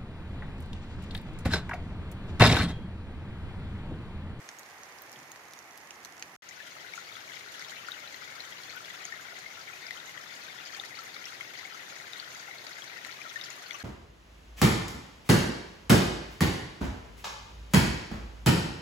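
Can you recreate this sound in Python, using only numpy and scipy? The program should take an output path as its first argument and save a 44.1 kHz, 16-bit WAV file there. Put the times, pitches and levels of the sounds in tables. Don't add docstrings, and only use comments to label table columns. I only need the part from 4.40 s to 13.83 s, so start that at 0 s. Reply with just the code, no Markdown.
import sys
import numpy as np
from scipy import signal
from scipy.fft import rfft, irfft, next_fast_len
from scipy.io import wavfile
from scipy.ndimage import map_coordinates

SR = 44100
rng = np.random.default_rng(int(sys.argv[2]) if len(sys.argv) > 2 else 0)


def dump(signal):
    limited = np.clip(np.atleast_2d(signal).T, -1, 1)
    pcm = np.round(limited * 32767).astype(np.int16)
    wavfile.write(sys.argv[1], SR, pcm)


N = 415863

LEAVE_S, ARRIVE_S = 1.964, 2.022
TOP_HZ = 15700
DROP_SPREAD_DB, LIFE_SPREAD = 1.5, .3
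STEADY_DB, FADE_IN_DB, FADE_IN_S = 1, 8.5, 0.19
WAVER_DB, WAVER_PER_S = 0.33, 1.82
SPLAT_PAN_DB, SPATTER_FLIGHT_S, PING_CYCLES = 9.5, .006, 12
LITTER_DB_PER_OCTAVE = -8

# [f/Hz, level/dB]
FOREST_SPECTRUM = [(25, -53), (60, -6), (130, -4), (230, -6.5), (370, 0.5), (520, 0.5), (780, 5.5),
                   (1500, 2), (1950, 6), (2600, -2), (3800, -9), (5200, -8.5), (6500, -9), (9000, -7.5),
                   (15000, -6)]
# [f/Hz, correlation -1..1]
FOREST_CORRELATION = [(80, 0.82), (280, 0.91), (750, 0.73), (1300, 0.4), (2000, -0.18), (3500, -0.021)]
# [f/Hz, left-right level/dB]
FOREST_LEAN = [(300, -1), (900, -1), (2000, -6), (3800, 0), (6300, -5), (9000, 0)]
# [t/s, level/dB]
LOW_RUSH_LEVEL = [(0, -62), (.45, -76), (.68, -68), (.78, -56), (.9, -68), (1.5, -66), (1.96, -63.5)]
# [t/s, level/dB]
HISS_FADE = [(0, -61), (.22, -60), (.29, -90)]
# [f/Hz, level/dB]
HISS_SPECTRUM = [(7200, -60), (7750, -3), (8000, 0), (8500, -6), (9200, -60)]
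# [t/s, tick level/dB, ring level/dB, leaf or twig f/Hz, treble snap level/dB]
LEAF_DROPS = [(0.0897, -31, -30, 1750, -53), (0.1872, -39, -35, 6650, -42), (0.1939, -36, -45, 6600, -31),
              (0.232, -42, -41, 4200, -48), (0.434, -33, -35, 6100, -45), (0.586, -38, -42, 5350, -43),
              (0.6205, -47, -50, 6400, -30), (0.717, -42, -42, 6100, -35), (0.7285, -35, -44, 6000, -36),
              (0.76, -46, -37, 3200, -51), (0.9176, -37, -32, 6750, -35), (0.9597, -43, -34, 1800, -46),
              (1.1351, -31, -42, 6900, -38), (1.1898, -34, -36, 6000, -42), (1.376, -40, -48, 7400, -34),
              (1.5076, -31, -33, 2700, -52), (1.6487, -27, -29, 6250, -32), (1.657, -35, -44, 1650, -40),
              (1.7963, -33, -39, 6900, -37), (1.8246, -24, -25.5, 2350, -41)]
# [f/Hz, level/dB]
LEAF_COLOUR = [(500, -18), (1500, -6), (3500, -0.5), (5000, 3), (6500, 6.5), (9000, 1.5), (15000, -12)]
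# [f/Hz, level/dB]
LITTER_COLOUR = [(300, -26), (1100, -12), (1900, 0), (2800, -2), (4000, -3), (6000, -11), (12000, -30)]
# [f/Hz, level/dB]
STREAM_SPECTRUM = [(25, -17), (50, -13.5), (80, -4.5), (125, 2.5), (230, -2), (380, 3), (520, 1.5),
                   (720, 2.5), (1050, 2), (1900, 7), (2700, 1.5), (6500, -3.5), (9000, -7), (15000, -2)]
# [f/Hz, correlation -1..1]
STREAM_CORRELATION = [(80, 0.97), (260, 0.88), (500, 0.4), (800, 0.32), (1150, -0.52), (2500, -0.027)]
# [f/Hz, level/dB]
PATTER_COLOUR = [(150, -20), (400, -24), (1000, 6.5), (2000, -4.5), (2800, -0.5), (3600, 5), (5000, -0.5),
                 (6600, 8.5), (9000, 5.5), (15000, 2.5)]
# [f/Hz, bandwidth/Hz, level/dB]
BEAM_HOLLOWS = [(1418, 300, 6.5), (1970, 350, 7.5), (2140, 110, 1)]
# [t/s, level/dB, f/Hz]
PINHEAD_BUBBLES = [(3.511, -29, 14460), (3.759, -32, 14130), (4.362, -30, 12920), (5.676, -33, 13090),
                   (6.636, -32, 11980), (6.74, -35, 12830)]
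# [t/s, level/dB, f/Hz, spatter level/dB]
WOOD_SPLATS = [(2.089, -34, 6500, -45), (2.271, -39, 3100, -48), (2.554, -36, 6800, -47),
               (2.724, -35, 3610, -53), (2.754, -35, 3400, -51), (2.964, -37, 3680, -52),
               (3.086, -38, 4050, -53), (3.195, -34, 5330, -54), (3.21, -37, 4430, -53),
               (3.247, -36, 3660, -54), (3.285, -36, 5510, -54), (3.295, -37, 3100, -54),
               (3.304, -37, 4180, -54), (3.358, -38, 4000, -53), (3.5181, -26, 3700, -51),
               (3.675, -34, 3960, -53), (3.7445, -34, 4180, -52), (4.0041, -27.5, 4100, -46),
               (4.124, -36, 3250, -50), (4.234, -35, 4220, -54), (4.296, -34, 4250, -48),
               (4.447, -36, 3360, -50), (4.501, -37, 3280, -48), (4.6527, -24, 6510, -53),
               (5.212, -37, 4530, -51), (5.4671, -32, 4930, -53), (5.5079, -37, 3580, -50),
               (5.54, -37, 3790, -54), (5.573, -36, 3100, -52), (5.6, -35, 3670, -50),
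               (5.813, -38, 5360, -50), (5.939, -36, 4650, -53), (6.085, -38, 3660, -55),
               (6.2525, -37, 5000, -47), (6.2605, -33, 4800, -45), (6.338, -37, 5800, -47),
               (6.348, -31, 4480, -50), (6.3981, -24.5, 3600, -53), (6.45, -35, 5000, -44),
               (6.553, -36, 4400, -51), (6.588, -34, 4500, -48), (6.742, -34, 4250, -47),
               (6.765, -37, 3620, -55), (6.842, -36, 3100, -54), (6.8553, -28, 5550, -50),
               (7.0087, -35, 3110, -49), (7.175, -36, 4730, -48), (7.7331, -28, 3710, -53),
               (7.7989, -26, 4400, -47), (7.948, -34, 6370, -50), (8.184, -35, 4220, -53),
               (8.2666, -34, 4510, -47), (8.33, -35, 4290, -50), (8.4209, -32, 3250, -51),
               (8.441, -35, 5470, -53), (8.6495, -35, 3910, -52), (8.724, -35, 4240, -50),
               (9.0125, -28, 3660, -43), (9.0387, -29, 5150, -42), (9.059, -36, 4410, -51),
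               (9.1029, -28, 6800, -45), (9.3081, -30, 3400, -47), (9.332, -35, 5990, -54),
               (9.402, -35, 4220, -54)]
# [t/s, level/dB, f/Hz, life/s]
POOL_PLOPS = [(2.11, -36, 1980, .007), (2.202, -33, 1720, .012), (2.5369, -25, 2210, .005),
              (2.5777, -26, 1390, .005), (2.766, -34, 1335, .006), (2.7684, -30, 2100, .003),
              (2.877, -36, 2300, .006), (2.908, -37, 1680, .007), (2.941, -34, 2100, .006),
              (2.9686, -32, 2200, .004), (3.077, -38, 1440, .006), (3.2234, -30, 2020, .005),
              (3.319, -36, 1500, .006), (3.319, -35, 2100, .007), (3.4851, -23, 1420, .006),
              (3.528, -35, 1450, .007), (3.679, -36, 2410, .005), (3.7434, -28.5, 1950, .0035),
              (4.1225, -32, 1950, .006), (4.353, -35, 1450, .007), (4.365, -33, 1460, .013),
              (4.48, -36, 1590, .007), (4.689, -38, 1335, .007), (5.044, -34, 1980, .006),
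              (4.501, -33, 1940, .01), (4.575, -34, 1910, .005), (4.61, -36, 1300, .008),
              (4.7237, -25, 1810, .007), (4.858, -38, 1450, .006), (4.93, -45, 660, .012),
              (5.0611, -31, 2090, .01), (5.277, -33, 2230, .006), (5.332, -33, 2420, .007),
              (5.335, -39, 1340, .006), (5.5083, -21, 1940, .0045), (5.578, -37, 1420, .006),
              (5.7773, -31, 1870, .0035), (5.798, -37, 1310, .007), (6.081, -36, 1520, .006),
              (6.103, -35, 2160, .005), (6.157, -35, 1760, .005), (6.3485, -30, 1750, .0025),
              (6.385, -45, 780, .012), (6.412, -38, 1335, .006), (6.4369, -27, 1870, .004),
              (6.589, -32, 1320, .012), (6.668, -34, 2030, .006), (6.68, -36, 1680, .006),
              (6.7627, -33, 2200, .007), (6.861, -33, 1970, .005), (7.0091, -23, 2080, .005),
              (7.1891, -29, 2130, .004), (7.21, -32, 2020, .006), (7.2512, -30, 2170, .007),
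              (7.324, -37, 1420, .007), (7.344, -35, 1320, .012), (7.522, -36, 1380, .008),
              (7.736, -34, 1940, .005), (7.825, -35, 1430, .007), (7.955, -33, 2010, .005),
              (8.084, -44, 780, .014), (8.1115, -31, 2000, .006), (8.499, -35, 2320, .005),
              (8.532, -35, 2050, .005), (8.571, -33, 1940, .005), (8.648, -21, 2000, .002),
              (8.67, -35, 1890, .005), (8.8159, -27, 2380, .0035), (8.86, -35, 1820, .005),
              (8.8617, -33, 1300, .012), (8.91, -36, 1340, .005), (8.9587, -23, 1790, .01),
              (9.024, -35, 2010, .005), (9.259, -38, 1450, .006), (9.3088, -24, 2140, .0035),
              (9.344, -33, 1150, .012), (9.407, -32, 1640, .009)]
# [f/Hz, left-right level/dB]
RIGHT_SHADE = [(700, -2), (1100, 2), (1400, 16), (2000, 16)]
# [f/Hz, level/dB]
SMACK_COLOUR = [(300, -35), (1200, -14), (2500, 1), (4500, -1), (7000, -1), (15000, -12)]
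# [f/Hz, 60 dB decay time/s]
SCATTER_DECAY = [(300, 0.1), (2000, 0.1), (7000, 0.069), (14000, 0.064)]
# [f/Hz, level/dB]
MICROPHONE_COLOUR = [(6800, -1.5), (7400, -8.5), (8200, -10), (12000, -9), (15500, -15)]


def amp(db):
    return 10 ** (np.asarray(db) / 20)


def unit(x):
    return x / np.sqrt(np.mean(x ** 2) + 1e-20)


def along(points, hz):
    f, v = np.transpose(points)
    return np.interp(np.log(hz + 1), np.log(f + 1), v)


def curve(points):
    return np.interp(np.arange(N) / SR, *np.transpose(points))


def wobble(rate):
    knots = rng.standard_normal(int(N * rate / SR) + 4)
    return map_coordinates(knots, [np.arange(N) * rate / SR])


def sides(pan_db):
    return amp(np.array([[.5], [-.5]]) * pan_db)


def filtered(x, response):
    m = next_fast_len(N + SR // 2)
    return irfft(rfft(x, m) * response(np.fft.rfftfreq(m, 1 / SR)), m)[..., :N]


def coloured(x, points):
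    size = 1024
    cepstrum = irfft(np.log(amp(along(points, np.fft.rfftfreq(size, 1 / SR)))))
    cepstrum[1:size // 2] *= 2
    cepstrum[size // 2 + 1:] = 0
    impulse = irfft(np.exp(rfft(cepstrum)))
    return signal.oaconvolve(x, impulse[None], axes=1)[:, :N]


def rush(spectrum, correlation):
    def mid_side_gains(hz):
        turn = np.arccos(np.clip(along(correlation, hz), -1, 1)) / 2
        return amp(along(spectrum, hz)) * [np.cos(turn), np.sin(turn)]

    mid, side = filtered(rng.standard_normal((2, N)), mid_side_gains)
    return unit(np.array([mid + side, mid - side]))


def ring(hz, life, rise, size):
    t = np.arange(size) / SR
    hz, life = hz[:, None], life[:, None] + 1e-5
    age = t / life
    phase = 2 * np.pi * hz * t * (1 + rise * np.tanh(age / 2))
    swell = 1 - np.exp(-2 * hz * t)
    return np.sin(phase) * swell * np.exp(-age ** 2)


def spray(count, life, size):
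    return rng.standard_normal((count, size)) * np.exp(-np.arange(size) / SR / life)


def placed(rows, s, left_db, right_db, lag_s):
    size = rows.shape[1]
    lag = np.round(SR * (lag_s + 0.00011 * rng.standard_normal(len(s)))).astype(int)
    start = np.round(s * SR).astype(int)

    def lay(at, db):
        where = np.maximum(at, 0)[:, None] + np.arange(size)
        return np.bincount(where.ravel(), (rows * amp(db)[:, None]).ravel(), N)[:N]

    return np.array([lay(start, left_db), lay(start + lag, right_db)])


def scattered(x, wet_db):
    size, length = SR // 30, SR // 8
    count = N // size + 1
    hz, t, z = signal.stft(rng.standard_normal((2, count, length)), SR, nperseg=128)
    decay = amp(-60 * t / along(SCATTER_DECAY, hz)[:, None])
    tails = signal.istft(z * decay, SR, nperseg=128)[1]
    tails /= np.linalg.norm(tails, axis=2, keepdims=True)
    tails = np.pad(tails, ((0, 0), (0, 0), (SR // 500, 0)))
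    stretches = np.pad(x, ((0, 0), (0, count * size - N))).reshape(2, count, size)
    echoes = signal.fftconvolve(stretches, tails, axes=2)
    where = (size * np.arange(count)[:, None] + np.arange(echoes.shape[2])).ravel()
    wet = np.array([np.bincount(where, side.ravel())[:N] for side in echoes])
    return x + amp(wet_db) * wet


def crackle(count, life, spread_db, pan_db):
    s = rng.uniform(0, N / SR, count)
    db = spread_db * np.minimum(rng.standard_normal(count), 2)
    right_db = db - pan_db - 3 * rng.standard_normal(count)
    return unit(placed(spray(count, life, size=160), s, db, right_db, lag_s=0))


def shower(count, pitch_hz, spread, cycles, spread_db, pan_db, rise, size):
    s = rng.uniform(0, N / SR, count)
    pitch, life, level, pan = rng.standard_normal((4, count))
    hz = np.minimum(pitch_hz * np.exp(spread * pitch), TOP_HZ)
    rows = ring(hz, cycles * np.exp(0.065 * life) / hz, rise, size)
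    db = spread_db * np.minimum(level, 2)
    return unit(placed(rows, s, db, db - pan_db - 3 * pan, lag_s=-.0003))


def forest_air():
    steady = rush(FOREST_SPECTRUM, FOREST_CORRELATION)
    steady = filtered(steady, lambda hz: sides(along(FOREST_LEAN, hz)))
    low_band = [(60, -30), (120, -2), (350, 0), (600, -30)]  # f/Hz, level/dB
    low = amp(curve(LOW_RUSH_LEVEL)) * rush(low_band, FOREST_CORRELATION)
    hiss = amp(curve(HISS_FADE)) * sides(3) * rush(HISS_SPECTRUM, FOREST_CORRELATION)
    return amp(-47.5 + WAVER_DB * wobble(WAVER_PER_S)) * steady + low + hiss


def leaf_drops():
    s, tick_db, ring_db, hz, snap_db = np.transpose(LEAF_DROPS)

    def drop(rows, level):
        return placed(rows, s, level - 2.0, level, lag_s=0)

    def contact():
        return spray(len(s), life=.0011, size=400)

    ticks = coloured(drop(contact(), tick_db), LEAF_COLOUR)
    rings = drop(ring(hz, np.full(len(s), .0015), rise=0, size=400), ring_db)
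    litter_db = ring_db + 3 + LITTER_DB_PER_OCTAVE * np.log2(hz / 2000)
    litter = coloured(drop(contact(), litter_db), LITTER_COLOUR)
    snap = drop(np.diff(contact(), 2), snap_db)
    return scattered(ticks + rings + litter + snap, wet_db=-10)


def forest():
    clicks = crackle(count=1700, life=0.0024, spread_db=4.5, pan_db=-1.5)
    far = amp(-59.0) * unit(coloured(clicks, LEAF_COLOUR))
    return leaf_drops() + far + forest_air()


def stream():
    return amp(-46.0) * sides(3.45) * rush(STREAM_SPECTRUM, STREAM_CORRELATION)


def gurgle():
    return amp(-68.5) * shower(count=1300, pitch_hz=688, spread=0.15, cycles=6.3, spread_db=3.0,
                               pan_db=-8.0, rise=0.048, size=1300)


def spurts(count, life, depth):
    kicks = np.bincount(rng.integers(0, N, count), rng.uniform(0, 1, count) ** 2, N)
    power = signal.lfilter([1], [1, -np.exp(-1 / (life * SR))], kicks)
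    return unit(np.sqrt(1 + depth * power))


def patter():
    droplets = shower(count=5500, pitch_hz=4000, spread=0.46, cycles=1.4, spread_db=4.5,
                      pan_db=9.5, rise=0, size=120)
    fizz = shower(count=1400, pitch_hz=4100, spread=.27, cycles=6, spread_db=3.3,
                  pan_db=10, rise=.015, size=300)
    clicks = crackle(count=420, life=0.001, spread_db=2.0, pan_db=-5.5)
    fine = unit(coloured(droplets + amp(-0.5) * clicks, PATTER_COLOUR))
    return amp(-56.5) * fine + amp(-59) * fizz


def trickle():
    bubbles = shower(count=2500, pitch_hz=1830, spread=.2, cycles=6.8, spread_db=3.1,
                     pan_db=20, rise=.03, size=600)

    def hollows(f):
        return sum(amp(db) * 1j * f * width / (centre ** 2 - f * f + 1j * f * width)
                   for centre, width, db in BEAM_HOLLOWS)

    return amp(-50.0) * unit(filtered(bubbles, hollows))


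def tinks():
    s, db, hz = np.transpose(PINHEAD_BUBBLES)
    rows = ring(hz, np.full(len(s), .0025), rise=.015, size=500)
    return placed(rows, s, db, db - SPLAT_PAN_DB, lag_s=-.0003)


def splats(count=14):
    s, db, hz, spatter_db = np.transpose(WOOD_SPLATS)
    pings = ring(hz, PING_CYCLES / hz, rise=.015, size=700)
    bursts = spray(len(s), life=.0014, size=700)
    rows = amp(2.5) * pings + amp(-8) * bursts
    impact = placed(rows, s, db, db - SPLAT_PAN_DB, lag_s=-0.00025)
    s, hz, spatter_db = np.repeat([s, hz, spatter_db], count, axis=1)
    flight = 0.000992 + SPATTER_FLIGHT_S * rng.gamma(1.3, size=len(s))
    pitch, level = rng.standard_normal((2, len(s)))
    droplets = ring(hz * np.exp(.2 * pitch), np.full(len(s), .0006), rise=0, size=160)
    db = spatter_db + 8.5 + 3 * level
    return impact + placed(droplets, s + flight, db, db - SPLAT_PAN_DB + 5.5, lag_s=-0.00029)


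def drips(count, level_db, pitch_hz, spread, life):
    s = rng.uniform(0, N / SR, count)
    size, pitch, length = rng.standard_normal((count, 3)).T
    db = level_db + DROP_SPREAD_DB * size
    hz = pitch_hz * np.exp(spread * pitch)
    return np.transpose([s, db, hz, life * np.exp(LIFE_SPREAD * length)])


def plops():
    high = drips(count=90, level_db=-41.5, pitch_hz=2030, spread=.09, life=.007)
    low = drips(count=30, level_db=-44.5, pitch_hz=1420, spread=.05, life=.008)
    s, db, hz, life = np.vstack([POOL_PLOPS, high, low]).T
    rings = ring(hz, life, rise=.025, size=1800)
    bubbles = placed(rings, s, db, db - along(RIGHT_SHADE, hz), lag_s=-.0003)
    smack_db = db - 9 + .45 * (db - np.median(db)) - 8 * np.log10(life / .005)
    bursts = spray(len(s), life=.0006, size=200)
    smacks = placed(bursts, s, smack_db, smack_db - 8, lag_s=-.0003)
    return bubbles + coloured(smacks, SMACK_COLOUR)


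def wall():
    since = np.maximum(np.arange(N) / SR - ARRIVE_S, 0)
    fade_db = STEADY_DB - FADE_IN_DB * np.exp(-since / FADE_IN_S)
    fade = amp(fade_db + WAVER_DB * wobble(WAVER_PER_S))
    gush = fade * spurts(count=800, life=0.0046, depth=3.1)
    running = scattered(gush * patter() + fade * gurgle(), wet_db=4.0)
    plinks = scattered(fade * trickle(), wet_db=-7)
    drops = scattered(plops() + splats() + tinks(), wet_db=-11)
    return running + plinks + drops + np.sqrt(fade) * stream()


def scene():
    t = np.arange(N) / SR
    return forest() * (t < LEAVE_S) + wall() * (t > ARRIVE_S)


def record(dry):
    low_cut_hz = 45

    def band(hz):
        bass_cut = 1j * hz / (low_cut_hz + 1j * hz)
        return bass_cut / (1 + (hz / TOP_HZ) ** 120)

    return filtered(coloured(dry, MICROPHONE_COLOUR), band)


dry = scene()
out = record(dry)
dump(out)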